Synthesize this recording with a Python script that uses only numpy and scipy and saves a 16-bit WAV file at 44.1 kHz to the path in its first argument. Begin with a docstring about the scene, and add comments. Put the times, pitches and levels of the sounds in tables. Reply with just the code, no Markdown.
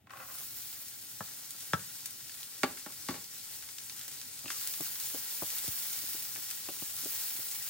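"""Diced onion sizzles in hot oil: steam bubbles burst in surges and the oil spits. The dice are swept off a
plate and tap the bare pan; the plate knocks on the rim, then on the counter. A wooden spatula stirs: the frying
swells, the blade bumps the pan and squeaks once. Each knock shakes damped modes and the kitchen answers. Low
air noise hums behind. The stereo image varies with frequency; above about 14.6 kHz both channels carry the same
sound."""
import sys
import numpy as np
from scipy import signal
from scipy.fft import rfft, irfft, next_fast_len
from scipy.io import wavfile
from scipy.ndimage import uniform_filter1d, map_coordinates

SR = 44100
rng = np.random.default_rng(int(sys.argv[2]) if len(sys.argv) > 2 else 0)


def output_pcm(signal):
    """Save a mono or channel-first signal as 16-bit PCM at the path in sys.argv[1].

    Samples are clipped to [-1, 1] before scaling.
    """
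    pcm = np.clip(np.atleast_2d(signal).T, -1, 1) * 32767
    wavfile.write(sys.argv[1], SR, np.round(pcm).astype(np.int16))


N = 339129

# How hard the onion fries, from still oil to stirring. Each row: time in seconds, relative level in dB.
FRY_LEVEL = [(0, -81), (.09, -85), (.115, -66), (.17, -60), (.28, -54.5), (.37, -49.5), (.47, -50),
             (.6, -49), (.8, -50.5), (1.2, -50), (1.6, -49.5), (2.05, -50), (3.5, -49.5), (3.9, -49.5),
             (4.43, -49.5), (4.52, -43.5), (4.64, -44), (5.05, -44.5), (5.48, -44), (5.85, -43.5),
             (6.3, -45.5), (6.58, -46.5), (6.85, -44.5), (7.05, -44), (7.25, -43), (7.42, -44.5),
             (7.69, -45.5)]
# Bubble spectra: mid sizzle, low fizz, high hiss. Each row: frequency in Hz, relative density in dB.
SIZZLE_SPECTRUM = [(500, -120), (900, -30), (2500, -10), (4500, 0), (7000, -1), (10000, -1.5), (11500, -5),
                   (13000, -0.5), (16500, -23)]
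FIZZ_SPECTRUM = [(200, -120), (400, -6), (1000, -10), (1250, -5), (1500, -1.5), (1900, -3), (2600, -1.5),
                 (3500, -2.5), (6000, -14.5)]
HISS_SPECTRUM = [(8000, -60), (10000, -1), (11500, 0), (12800, 3), (14000, 2.5), (15000, 2.5), (15500, 3),
                 (17000, 3)]
# Pan resonances on the fizz and on the sizzle. Each row: frequency in Hz, width in Hz, gain in dB.
FIZZ_MODES = [(900, 82, 5.5), (1412, 40, -1), (1562, 20, 0), (1904, 19, 8), (2220, 190, -9), (3640, 13, 5)]
SIZZLE_MODES = [(4420, 410, -18.5), (5430, 150, -5), (6160, 280, -14), (6970, 240, -6.5), (8870, 980, -8),
                (10800, 110, -38)]
# Sharp spits of oil, with a few dull taps of landing dice and clacks.
# Each row: start in seconds, relative level in dB, sharpness in dB from dull to bright.
POPS = [(.0707, -62, -20), (.0964, -59, -21), (.1062, -48, -19.5), (.171, -47, -18), (.3844, -37, 7),
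        (.445, -52, 9), (.7287, -35, 3), (1.5074, -41, 13.5), (1.6064, -35, 4), (1.9933, -38, 2),
        (2.0584, -29, 8.5), (2.1074, -43, 11), (2.2059, -35, -4), (2.2957, -32, 2), (2.3424, -40, 7),
        (2.431, -31, 2), (2.7728, -34, -11), (2.795, -36, -5), (2.923, -39, 6), (3.2427, -32.5, 0),
        (3.6243, -36, -10), (3.689, -34, -7), (3.7844, -29.5, -2), (3.897, -29.5, -3), (3.9005, -38, -2),
        (3.9815, -44, 0), (3.9935, -36, 5), (4.0126, -30, 0), (4.0806, -32, 7), (4.2145, -30, 0.5),
        (4.3914, -36, 7), (4.4805, -32, -10), (4.5032, -22, -10.5), (4.6735, -29.5, 9), (4.738, -28, -4),
        (4.8085, -33.5, 9.5), (4.8672, -34, -4), (4.9551, -30, -3), (5.0, -29.5, 5), (5.0595, -30, 3),
        (5.0705, -32, 3), (5.4335, -38, 8), (5.503, -25, 0), (5.5836, -29, 7.5), (5.6394, -36, 10.5),
        (5.651, -38, 12), (5.658, -30, -2), (5.679, -30.5, 7.5), (5.689, -35, 0), (5.9295, -30.5, 5),
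        (5.9893, -36, 9), (6.074, -31, 0), (6.1325, -35, 9), (6.231, -43, 5), (6.353, -34, 7),
        (6.36, -36, -14.5), (6.5034, -36, 12), (6.5112, -27, -1), (6.6865, -35, -1), (6.966, -41, 13),
        (6.978, -39, 6), (7.047, -29.5, 6.5), (7.124, -36, 6), (7.3055, -32, 0), (7.365, -30, 0),
        (7.5137, -39, 12), (7.626, -39, 13), (7.676, -32, 2)]
# Dice landing. Each row: start in seconds, relative level in dB.
DICE_TAPS = [(0.069, -41.5), (0.107, -35), (0.133, -33), (0.195, -40), (0.201, -33), (.283, -42),
             (0.349, -43), (0.377, -46), (0.404, -40.5)]
# Patter of the falling heap. Each row: time in seconds, relative level in dB.
PATTER_LEVEL = [(.06, -80), (.104, -51), (.16, -46.5), (.22, -44.5), (.272, -54), (.3, -48.5), (.36, -54),
                (.42, -57), (.46, -70), (.5, -75)]
# Plate on the pan's rim and on the counter. Each row: start in seconds, relative level in dB,
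# weight in dB, hardness in dB, place (+ left, - right), chatter t60 in seconds, bass lag in cycles.
RIM_BLOWS = [(1.2058, -27.5, 3, -26, 0.37, 0.032, .7), (1.392, -58, 0, -20, .5, .02, .7),
             (1.5443, -50, -8, -18, .6, 0.02, 0.71), (1.7337, -17, 0, -10, 0.18, 0.034, 0.677)]
COUNTER_BLOWS = [(2.6332, -18.5, -9.5, -3.5, -.58, 0.036, .7), (2.692, -44, 0, 0, -.3, 0.034, .5),
                 (2.862, -36, -7, -12, -0.43, 0.04, 0.427), (2.9, -51, -2, -14, -.3, 0.049, 0.3),
                 (3.0866, -29, 1, -0.5, -0.19, 0.049, 0.837), (3.0996, -39, -1, 1, -.3, 0.089, 0.838),
                 (3.1076, -42, 11, 12, -.3, 0.05, 0.91), (3.1416, -42, 1, 8, -.3, 0.094, 0.87)]
# Spatula on the pan. Each row: start in seconds, relative level in dB, weight in dB, hardness in dB,
# chatter t60 in seconds, bass lag in cycles.
SPATULA_BLOWS = [(4.079, -60, -10, 10, 0.047, .6), (4.443, -55, 16, -8, 0.06, 0.58),
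                 (4.458, -50.5, -2, 17, 0.044, .6), (4.481, -64, 0, 23.5, 0.034, 0.49),
                 (4.503, -58, -10, 15, 0.029, 0.33), (4.804, -40.5, -5, -16, 0.035, 0.6),
                 (5.144, -40, -29, -15, 0.05, .55), (5.421, -36, -4, 4, 0.041, .8),
                 (5.64, -55.5, 14, -12, 0.0081, 1.1), (5.677, -46.5, 24, -12, 0.01, 1.4),
                 (6.036, -54.5, -13, 6, 0.024, .6), (6.146, -54.5, 7, -8, 0.037, 0.6),
                 (6.353, -60, -18, 17, 0.044, 0.43), (6.375, -57, -3, -6, 0.063, 0.48),
                 (6.687, -43.5, -3, 11.5, 0.048, .8), (6.821, -51, 15, 4, 0.018, .8),
                 (7.036, -57, 1, -4, .03, .5), (7.056, -42, -14, -22, 0.041, .5),
                 (7.352, -64, 16, -10, .03, 0.48), (7.388, -55.5, 4, -5, 0.062, .8)]
# Modes of the struck bodies. Each row: frequency in Hz, width in Hz, gain in dB.
BARE_PAN_MODES = [(533, 81, -5.5), (788, 43, 0.5), (1072, 59, 3.5), (1400, 280, -2), (2000, 130, -6),
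                  (2540, 230, -9)]
PAN_RIM_MODES = [(93, 22, -6.5), (182, 48, 1), (307, 69, -3.5), (550, 87, 0.5), (840, 105, 0),
                 (1100, 84, -1.5), (1329, 52, 10), (1697, 92, 10), (2300, 530, 7), (3470, 560, 8),
                 (5200, 580, 13), (8900, 14000, 3)]
PLATE_ON_COUNTER_MODES = [(90, 19, -1), (177, 61, 3), (267, 51, 8), (373, 53, 6), (613, 100, 1.5),
                          (825, 49, 6.5), (1135, 83, 4), (1360, 91, 3.5), (1840, 200, 5), (2240, 170, 11.5),
                          (2920, 210, 8), (3490, 290, 11.5), (4560, 320, 16), (5300, 730, 14.5),
                          (9250, 9700, 10)]
LOADED_PAN_MODES = [(70.4, 100, 10), (136, 175, 10), (234, 146, 1.5), (295, 120, 1), (470, 140, 2.5),
                    (554, 110, 4), (810, 130, 0.5), (1230, 230, 1.5), (1900, 180, -2), (2660, 320, 4)]
# Blow spectra before tilt. Each row: frequency in Hz, gain in dB, share of weight, share of hardness.
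PLATE_FORCE = [(25, -44, 0.95, 0), (70, -22.5, 0.99, 0.54), (151, -17, 0.87, 0.05), (294, -16, -0.17, 0),
               (745, -7, 0.34, 0.09), (1280, -4.5, -0.1, 0.063), (1720, -4, -0.14, 0.3),
               (2300, -13, -0.55, 0.54), (5500, -12.5, 0.29, 0.44)]
SPATULA_FORCE = [(25, -60, 1.0, 0.24), (90.5, -27.5, 0.75, 0.11), (267, 0.5, 0.16, 0.053),
                 (510, -3.5, 0, 0), (700, 1, 0.013, 0.24), (1200, -5.5, 0.17, 0.37),
                 (2600, -24, 0.48, 2.14)]
# Kitchen air. Each row: frequency in Hz, relative density in dB.
AIR_SPECTRUM = [(15, -23), (40, -17), (70, -3.5), (100, 1), (125, 4), (160, -4), (200, -4.5), (260, -2.5),
                (350, -7), (500, -16), (800, -12), (1200, -48), (2500, -50), (4000, -64)]
# Kitchen decay. Each row: frequency in Hz, t60 in seconds.
KITCHEN_T60 = [(100, 0.43), (1000, 0.25), (4000, 0.29), (12000, 0.021)]
# Stereo image. Each row: frequency in Hz, likeness from 0 to 1, lead of the right channel in radians,
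# left minus right in dB.
STEREO_IMAGE = [(30, .88, 0, 1), (80, .96, 0, .3), (250, .93, 0, .5), (700, .45, -.2, .5),
                (1000, .35, -.3, 3), (1500, .55, -.4, 0), (2200, .42, -.5, 2.5), (3200, .5, -.5, .5),
                (5200, .4, -2, 3.5), (7200, .42, -1.3, 3.5), (7900, .1, 0, 4.5), (8500, .28, 1.6, 3),
                (9600, .17, 1, 1.5), (10600, .35, 2.1, .8), (11400, .93, 3.1, .3), (12300, .77, 3.7, 0),
                (13800, .7, 5, 0), (14600, 1, 2 * np.pi, 0)]


def frying():
    """Three sizes of steam bubble surge together as juice meets oil; each also crackles on its own."""
    rest_db, hiss_lag_s = -50.5, 0.067
    landed_s, drying_s = 0.35, 0.76
    fry_db = curve(FRY_LEVEL)
    harder_db = np.maximum(fry_db - rest_db, 0)
    calmer_db = np.minimum(fry_db - rest_db, 0)
    # Wet, fresh onion hisses brighter, then dries off.
    fresh_db = 7.5 * np.exp(-np.abs(np.arange(N) / SR - landed_s) / drying_s)
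    step = 1 / (hiss_lag_s * SR)
    lagged_db = signal.lfilter([step], [1, step - 1], harder_db)
    fizz_db = -59 + harder_db + 0.49 * calmer_db
    hiss_db = -49 + 1.92 * lagged_db + calmer_db + fresh_db
    surge = amp(0.15 * wobble(rate_hz=5) + 0.5 * wobble(rate_hz=14))
    swells = bursts(per_s=65, spread_db=0.5, life_s=0.013)
    snaps = bursts(per_s=77, spread_db=1, life_s=0.0001)

    def bubbles(spectrum, swell, crackle, snap):
        own = bursts(per_s=820, spread_db=4.5, life_s=0.0066)
        return wide_noise(surge * (1 + swell * swells + crackle * own + snap * snaps), spectrum)

    sizzle = bubbles(SIZZLE_SPECTRUM, swell=.15, crackle=.4, snap=.12)
    fizz = bubbles(FIZZ_SPECTRUM, swell=.25, crackle=.4, snap=.12)
    hiss = bubbles(HISS_SPECTRUM, swell=.18, crackle=.5, snap=.17)
    fizz = flare_ups(filtered(fizz, lambda hz: 1 + 1.13 * np.abs(ringing(FIZZ_MODES, hz))))
    sizzle = flare_ups(filtered(sizzle, lambda hz: 1 + np.abs(ringing(SIZZLE_MODES, hz))))
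    return amp(fry_db + 2.5) * sizzle + amp(fizz_db) * fizz + amp(hiss_db) * hiss


def bursts(per_s, spread_db, life_s):
    """Envelope of random bursts: sudden rise, short decay, scattered sizes."""
    starts = (rng.random(N) < per_s / SR) * amp(spread_db * np.clip(rng.standard_normal(N), -2, 2))
    return unit(signal.lfilter([1], [1, -np.exp(-1 / (life_s * SR))], starts))


def flare_ups(x, depth_db=1):
    """Parts of the pan flare up: random swells over patches of time and frequency."""
    spectra = signal.stft(x, nperseg=512)[2]
    field = uniform_filter1d(rng.standard_normal(spectra.shape[1:]), 7, axis=0)
    field = uniform_filter1d(field, 9, axis=1)
    return unit(signal.istft(spectra * amp(depth_db * unit(field)), nperseg=512)[1][:, :N])


def pops():
    """Oil spits, a few dull taps and clacks: each a snap, a crack and a puff, in three bands."""
    lesser_per_s, puff_t60_s, crack_t60_s = 14, 0.082, 0.0045
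    bands_hz = [(1200, 2360), (2800, 7200), (7000, 14000)]
    starts_s = np.cumsum(rng.standard_exponential(200)) / lesser_per_s
    excess_db = 3.5 + 3 * np.minimum(rng.standard_exponential(200), 3)
    levels_db = np.interp(starts_s, *np.transpose(FRY_LEVEL)) + excess_db
    lesser = np.transpose([starts_s, levels_db, 4 * rng.standard_normal(200)])
    t = np.arange(SR // 20) / SR
    envelope = amp(-9 - 60 * t / puff_t60_s) + amp(-2 - 60 * t / crack_t60_s)
    bands = np.zeros((3, 2, N + SR))
    for start_s, level_db, sharp_db in [*POPS, *lesser[starts_s < N / SR]]:
        pop = envelope * rng.standard_normal((3, 2, len(t)))
        pop[..., 0] = amp(7.5) * np.array([1, rng.uniform(-.6, .2)])  # snap, randomly placed
        band_db = level_db + np.array([-9 - 1.34 * sharp_db, 0, -6 + 1.49 * sharp_db])
        bands[..., round(start_s * SR):][..., :len(t)] += amp(band_db)[:, None, None] * pop
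    mixed = sum(butter(band, 1, edges_hz, "band") for edges_hz, band in zip(bands_hz, bands))
    return butter(mixed[:, :N], 2, 900, "high")


def dice():
    """Soft taps of onion ring the floor of the bare pan."""
    rise_s, t60_s = 0.0014, 0.022
    floor = lambda hz: ringing(BARE_PAN_MODES, hz)
    grains = bursts(per_s=990, spread_db=3, life_s=0.0048) * rng.standard_normal((2, N))
    patter_db = curve([(0.0046, -120), *PATTER_LEVEL, (.6, -120)]) - 5
    patter = amp(patter_db) * unit(filtered(grains, floor))
    taps, t = np.zeros((2, N)), np.arange(SR // 20) / SR
    for start_s, level_db in DICE_TAPS:
        envelope = amp(level_db + 13 - 60 * t / t60_s) * (1 - np.exp(-t / rise_s))
        taps[:, round(start_s * SR):][:, :len(t)] += envelope * rng.standard_normal((2, len(t)))
    return patter + filtered(taps, floor)


def plate():
    """The plate knocks on the pan's rim, then on the counter."""
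    rim = knocks(RIM_BLOWS, PAN_RIM_MODES, PLATE_FORCE,
                 gain_db=36.5, chatter_db=-26.5, tilt_db_per_decade=20.5, room_db=-16)
    counter = knocks(COUNTER_BLOWS, PLATE_ON_COUNTER_MODES, PLATE_FORCE,
                     gain_db=35, chatter_db=-26.5, tilt_db_per_decade=17.5, room_db=-12.5)
    return rim + counter


def spatula(place=0.21):
    """Wood bumps the loaded pan, left of centre."""
    blows = [(*row[:4], place, *row[4:]) for row in SPATULA_BLOWS]
    return knocks(blows, LOADED_PAN_MODES, SPATULA_FORCE,
                  gain_db=37.5, chatter_db=-28, tilt_db_per_decade=17, room_db=-19)


def knocks(blows, modes, spectrum, gain_db, chatter_db, tilt_db_per_decade, room_db):
    """A jolt and a short chatter shake damped modes; heavy blows are deeper, hard ones brighter."""
    out, size, lead = np.zeros((2, N + SR)), SR // 4, SR // 50
    t, hz = np.arange(size) / SR, np.fft.rfftfreq(2 * size, 1 / SR)
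    base_db, weight_share, hard_share = along(spectrum, hz)
    base_db = base_db - tilt_db_per_decade * np.log10(hz / 1000 + 0.0077)
    widen = 2.0  # the walls hear each mode from many sides
    wide_modes = np.abs(ringing(np.array(modes) * [1, widen, 1], hz)) / np.sqrt(widen)
    for start_s, level_db, weight_db, hard_db, place, chatter_s, lag_cycles in blows:
        force = amp(chatter_db - 60 * (t / chatter_s) ** 2) * rng.standard_normal((2, size))
        force[:, 0] = 1, place
        gain = amp(level_db + gain_db + base_db + weight_db * weight_share + hard_db * hard_share)
        # Bending waves: low tones travel slower.
        dispersion = np.exp(-2j * np.pi * lag_cycles * (np.log(hz + 30) - hz / 3000))
        drive = rfft(np.roll(force, lead, axis=1), 2 * size) * gain * dispersion
        direct = irfft(drive * ringing(modes, hz))[:, :size]
        to_walls = irfft(drive[:1] * wide_modes)[:, :size]
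        reverb = signal.fftconvolve(to_walls, kitchen_tail(size), axes=1)[:, :size]
        out[:, round(start_s * SR) - lead:][:, :size] += direct + amp(room_db) * reverb
    return out[:, :N]


def squeak(start_s=4.538, length_s=0.05, pitch_hz=1180):
    """The blade drags briefly: a narrow band of noise."""
    progress = np.clip((np.arange(N) / SR - start_s) / length_s, 0, 1)
    tone = filtered(rng.standard_normal((2, N)), lambda hz: ringing([(pitch_hz, 80, 0)], hz) ** 2)
    return amp(-57) * unit(tone) * np.sin(np.pi * progress)


def kitchen_tail(size):
    """Random room response; each frequency decays at its own rate."""
    hz, t, spectra = signal.stft(rng.standard_normal((2, size)), SR, nperseg=256)
    decay = amp(-60 * t / along(KITCHEN_T60, hz)[:, None])
    tail = signal.istft(spectra * decay, SR, nperseg=256)[1][:, :size]
    return np.pad(tail, ((0, 0), (300, 0))) / np.linalg.norm(tail[0])


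def kitchen_hum():
    """Low air noise, slightly unsteady."""
    return amp(-66) * wide_noise(amp(0.94 * wobble(rate_hz=15)), AIR_SPECTRUM)


def stereo(pair):
    """A shared and an unshared signal mix into left and right, by frequency."""
    def response(hz, side):
        likeness, lead_rad, balance_db = along(STEREO_IMAGE, hz)
        angle = np.arccos(np.clip(likeness, 0, 1)) / 2
        gain = amp(side * balance_db / 2) * np.exp(-.5j * side * lead_rad)
        return gain * [np.cos(angle), side * np.sin(angle)]
    return np.array([filtered(pair, lambda hz: response(hz, side)).sum(axis=0) for side in (1, -1)])


def wide_noise(envelope, spectrum):
    """A wide source: two unrelated noises under one envelope, rms 1."""
    return unit(filtered(envelope * rng.standard_normal((2, N)), lambda hz: amp(along(spectrum, hz))))


def ringing(modes, hz):
    """Causal response of resonances with alternating signs."""
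    return sum((-1) ** k * amp(db) * 1j * hz * width_hz / (mode_hz ** 2 - hz ** 2 + 1j * hz * width_hz)
               for k, (mode_hz, width_hz, db) in enumerate(modes))


def wobble(rate_hz):
    """Smooth random curve."""
    knots = rng.standard_normal(int(N * rate_hz / SR) + 4)
    return map_coordinates(knots, [np.arange(N) * rate_hz / SR])


def curve(rows):
    """Time table read at each sample."""
    return np.interp(np.arange(N) / SR, *np.transpose(rows))


def along(rows, hz):
    """Frequency table read on a log axis."""
    knots_hz, *columns = np.transpose(rows)
    return np.squeeze([np.interp(np.log(hz + 1), np.log(knots_hz + 1), c) for c in columns])


def filtered(x, response):
    """x through a complex frequency response."""
    size = next_fast_len(N + SR // 2)
    return irfft(rfft(x, size) * response(np.fft.rfftfreq(size, 1 / SR)), size)[..., :N]


def butter(x, order, edges_hz, kind):
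    """x through a causal filter."""
    return signal.sosfilt(signal.butter(order, edges_hz, kind, fs=SR, output="sos"), x)


def amp(db):
    """dB to gain."""
    return 10 ** (np.asarray(db) / 20)


def unit(x):
    """x at rms 1."""
    return x / np.sqrt(np.mean(x ** 2) + 1e-20)


def scene():
    """All sources in stereo."""
    handling = plate() + spatula()
    return stereo(handling + pops() + frying() + dice() + kitchen_hum() + squeak())


def record(dry, low_hz=30, top_hz=15950):
    """The microphone cuts deep bass and everything above its band limit."""
    return filtered(butter(dry, 2, low_hz, "high"), lambda hz: hz < top_hz)


dry = scene()
out = record(dry)
output_pcm(out)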